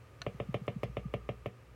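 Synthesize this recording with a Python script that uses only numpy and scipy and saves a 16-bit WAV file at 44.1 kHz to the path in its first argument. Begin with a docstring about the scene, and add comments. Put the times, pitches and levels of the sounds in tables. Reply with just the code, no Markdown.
"""One sharp plastic click, close by, over the low hum and quiet hiss of a small room.
Then a tarantula drums nine times on its plastic enclosure, about seven knocks a second, with soft
thuds in between and tiny claw scratches. Each knock rings the same wall, whose bending waves bring
the treble ahead of the bass. The room answers briefly; one microphone hears it all."""
import sys
import numpy as np
from scipy import signal
from scipy.fft import rfft, irfft, next_fast_len
from scipy.io import wavfile

SR = 44100
rng = np.random.default_rng(int(sys.argv[2]) if len(sys.argv) > 2 else 0)


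def wav_out(sig):
    """Save sig, one row per channel (or a flat mono array), as 16-bit PCM at SR to the path in sys.argv[1]."""
    wavfile.write(sys.argv[1], SR, np.round(np.clip(np.atleast_2d(sig).T, -1, 1) * 32767).astype(np.int16))


N = 77175


def amp(db):
    """Decibels to gain."""
    return 10 ** (np.asarray(db) / 20)


def unit(x):
    """Scale to rms 1."""
    return x / np.sqrt(np.mean(x ** 2) + 1e-20)


def since(start):
    """Seconds since start, zero before."""
    return np.maximum(np.arange(N) / SR - start, 0)


def fade(t, t60):
    """Exponential decay, 60 dB down after t60 seconds."""
    return 1000 ** (-t / t60)


def curve(points):
    """(t/s, value) points joined by straight lines, one value per sample."""
    return np.interp(since(0), *np.transpose(points))


def filtered(x, response):
    """x through a gain that depends on frequency."""
    size = next_fast_len(N + SR // 2)
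    return irfft(rfft(x, size) * response(np.fft.rfftfreq(size, 1 / SR)), size)[:N]


def coloured(x, spectrum):
    """x shaped by (f/Hz, gain/dB) points on a log frequency axis."""
    points_hz, db = np.transpose(spectrum)
    return filtered(x, lambda hz: amp(np.interp(np.log(hz + 1), np.log(points_hz), db)))


def noise(spectrum):
    """Coloured noise of rms 1."""
    return unit(coloured(rng.standard_normal(N), spectrum))


def ring(start, hz, t60, rise_cycles=.688):
    """One mode that builds up from its start and dies away."""
    t = since(start)
    return np.sin(2 * np.pi * hz * t) * fade(t, t60) * (1 - np.exp(-t * hz / rise_cycles))


def burst(start, spectrum, t60):
    """A short crack of noise."""
    t = since(start)
    return noise(spectrum) * (t > 0) * fade(t, t60)


# Colour of the room's answer: f/Hz, gain/dB
ROOM_SPECTRUM = [(80, -26), (150, -20), (280, -3), (450, -6), (650, -6.5), (850, -3), (1200, -4), (1550, 5),
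                 (2600, -2), (3600, 3.5), (5000, 8), (12000, -10)]
def in_room(direct, send_db=-10, t60=0.14, build_s=0.0064):
    """The direct sound, then the short, diffuse tail of a small room, which holds little bass."""
    t = np.arange(SR // 3) / SR
    tail = rng.standard_normal(len(t)) * fade(t, t60) * (1 - np.exp(-(t / build_s) ** 2))
    low_cut = signal.butter(3, 220, "high", fs=SR, output="sos")
    tail = signal.sosfilt(low_cut, tail / np.linalg.norm(tail))
    reverb = coloured(signal.fftconvolve(direct, tail)[:N], ROOM_SPECTRUM)
    return direct + amp(send_db) * reverb


# Room tone around the microphone: f/Hz, relative level/dB
ROOM_TONE_SPECTRUM = [(20, 3), (45, -28), (70, 0), (120, 3.5), (170, -10.5), (330, -13), (500, -9),
                      (680, -18.5), (1500, -20.5), (2600, -22.5), (3500, -32), (6000, -35), (10000, -40),
                      (16000, -43.5)]
# Its slight drift: t/s, level/dB
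ROOM_TONE_LEVEL = [(0, -56), (.18, -56), (.25, -54), (1.25, -56), (1.5, -57), (1.75, -57)]
def room_tone():
    """A nearly steady bed of rumble and quiet hiss."""
    return amp(curve(ROOM_TONE_LEVEL)) * noise(ROOM_TONE_SPECTRUM)


# Swells and dips of the hum's fundamental: t/s, level/dB
HUM_LEVEL = [(0.0, -77), (0.204, -60), (0.262, -59), (0.574, -52.5), (0.638, -80), (0.686, -66),
             (0.9, -46.5), (1.184, -48), (1.48, -55.5), (1.52, -88), (1.696, -56), (1.75, -56)]
def hum(hz=58.8, octave_db=-63):
    """A low hum in the room, wavering under its steady octave."""
    phase = 2 * np.pi * hz * since(0)
    return amp(curve(HUM_LEVEL)) * unit(np.sin(phase)) + amp(octave_db) * unit(np.sin(2 * phase))


# A whine far in the background: t/s, level/dB
WHINE_LEVEL = [(0, -71.5), (.5, -67.5), (.95, -69), (1.06, -64), (1.13, -69.5), (1.24, -62), (1.35, -70),
               (1.75, -73.5)]
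def whine(centre_hz=1212, half_width_hz=54):
    """A faint, fuzzy tone: a narrow band of noise."""
    band = filtered(rng.standard_normal(N), lambda hz: 1 / (1 + ((hz - centre_hz) / half_width_hz) ** 2))
    return amp(curve(WHINE_LEVEL)) * unit(band)


# Claws on the plastic, close and dry: t/s, level/dB
CLAW_SKIDS = [(.528, -66), (.544, -75), (.6698, -59.5), (0.834, -60), (0.839, -54), (1.1388, -57),
              (1.4627, -61), (1.467, -58.5)]
# Their thin rasp: f/Hz, relative level/dB
CLAW_SPECTRUM = [(2000, -16), (4000, 1), (7000, -1), (11000, -5.5), (15000, -2.5)]
def scratches(width_s=0.0011):
    """A claw skids for a millisecond or two just before or after some blows."""
    envelope = sum(amp(db) * np.exp(-np.abs(since(0) - peak) / width_s) for peak, db in CLAW_SKIDS)
    return envelope * noise(CLAW_SPECTRUM)


# Soft contacts on the wall, around the knocks: t/s at the peak, level/dB, f/Hz
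SOFT_CONTACTS = [(0.211, -47, 130), (.351, -41, 171), (0.4952, -30, 168), (0.6213, -34.5, 160),
                 (0.7675, -30, 176), (.9, -38, 137), (1.0608, -30, 163), (1.206, -64, 138),
                 (1.362, -59, 101)]
def thuds(width_s=0.0036, sag_per_s=32, ring_db=-4):
    """A soft contact gives a rounded bump of falling pitch and leaves only the lowest mode ringing."""
    lowest_mode_hz = WALL_MODES[0][0]
    out = np.zeros(N)
    for peak, db, hz in SOFT_CONTACTS:
        t = since(0) - peak
        phase = 2 * np.pi * hz * t * (1 - .5 * sag_per_s * t)
        bump = -np.cos(phase) * np.exp(-.5 * (t / width_s) ** 2)
        out += amp(db) * (bump + amp(ring_db) * ring(peak, lowest_mode_hz, t60=0.12))
    return out


# Modes of the clicking plastic: f/Hz, relative level/dB, t60/s
PLASTIC_MODES = [(688, -10.5, 0.061), (1156, -13, 0.044), (1463, -4.5, 0.038), (1750, -5, 0.031),
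                 (2220, -6, 0.021), (2760, -3.5, 0.019), (3800, -14, .012), (3985, -1.5, 0.017),
                 (4250, -1.5, 0.022), (6020, -10, .018)]
# The crack at its onset: f/Hz, relative level/dB
CRACK_SPECTRUM = [(400, -10), (1000, 4.5), (4400, 0.5), (5000, -23), (6200, -3.5), (8500, -14),
                  (11000, -20), (16000, -39)]
def click(start=.2175, modes_db=-35, crack_db=-36.5, top_hz=9150):
    """One small, bright snap of plastic: a crack of noise and a brief ring."""
    modes = sum(amp(db) * ring(start, hz, t60, rise_cycles=0.39) for hz, db, t60 in PLASTIC_MODES)
    snap = amp(modes_db) * modes + amp(crack_db) * burst(start, CRACK_SPECTRUM, t60=0.019)
    return signal.sosfilt(signal.butter(2, top_hz, fs=SR, output="sos"), snap)


# Modes of the enclosure wall: f/Hz, relative level/dB, t60/s
WALL_MODES = [(118.2, -21, 0.058), (190, -38, 0.16), (227, -42.5, 0.15), (370.6, -53, 0.2),
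              (420, -48, 0.21), (456.3, -35, 0.087), (481.2, -42, 0.15), (542.4, -8.5, 0.0085),
              (569.3, -38.5, 0.084), (695.2, -28.5, 0.042), (742, -56, 0.21), (1085.6, -23, 0.0081),
              (1204, -21, 0.0079), (1429.6, -27.5, 0.00715), (1784, -44.5, 0.025), (2146, -38.5, 0.022),
              (2234, -37, 0.022), (2393, -43, 0.048), (2577, -39.0, 0.025), (2700, -41.5, 0.041),
              (3002, -33.5, 0.01), (3223, -51, 0.059), (3442, -40.5, 0.01)]
# A padded leg excites little treble: f/Hz, gain/dB
LEG_SPECTRUM = [(600, 0), (3000, 0.5), (3750, 2.5), (4700, -25), (16000, -20)]
def struck_wall(travel_s_at_1khz=.001904, dispersion=.635):
    """A leg pushes the wall in and sets it ringing; low bending waves travel slowest."""
    wall = np.zeros(N)
    for hz, db, t60 in WALL_MODES:
        arrival = travel_s_at_1khz / (hz / 1000) ** dispersion
        wall -= amp(db) * ring(arrival, hz, t60)
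    return coloured(wall, LEG_SPECTRUM)


# Blows on the wall, near the microphone: t/s, wall gain/dB, extra treble/dB, tick gain/dB
BLOWS = [(.265, -.5, -0.5, -9.5), (0.4004, -1.54, -1.5, -10), (.543, 1, 0.5, 0), (.6795, 0.14, 0.5, -4),
         (0.8325, 0, 0, 0.5), (0.9687, -1.5, 0, -7), (1.1388, 0.3, 0, -3), (1.2901, -1, -0.5, -6),
         (1.459, -2.8, 0, -11)]
# The tick of hard contact: f/Hz, relative level/dB
TICK_SPECTRUM = [(300, -30), (900, 14.5), (1500, -16), (2200, -6), (3400, 7.5), (4100, -4), (4600, -11.5),
                 (5600, -9), (7000, -16), (15000, -17)]
def knocks(lead_s=.00132, bass_hz=260, treble_hz=2200, tick_base_db=-46.5):
    """The tarantula drums: each blow ticks on contact, rings the same wall and carries into the room."""
    wall = struck_wall()
    out = np.zeros(N)
    for start, db, treble_db, tick_db in BLOWS:
        delay = round((start - lead_s) * SR)  # the wall's treble arrives with the tick
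        ringing = np.pad(wall, (delay, 0))[:N]
        ringing = coloured(ringing, [(bass_hz, db), (treble_hz, db + treble_db)])
        tick = amp(tick_base_db + tick_db) * burst(start, TICK_SPECTRUM, t60=.035)
        out += in_room(ringing + tick)
    return out


def scene():
    """Beside the enclosure in a small room; the click is almost dry."""
    enclosure = knocks() + in_room(thuds()) + in_room(click(), send_db=-27) + scratches()
    background = room_tone() + hum() + whine()
    return (background + enclosure)[None]


def record(dry):
    """The mono microphone drops the deepest bass and keeps nothing above its band limit."""
    low_cut_hz, top_hz = 46, 16100
    return filtered(dry[0], lambda hz: (hz < top_hz) * (1 - 1 / (1 + (hz / low_cut_hz) ** 6)))[None]


dry = scene()
out = record(dry)
wav_out(out)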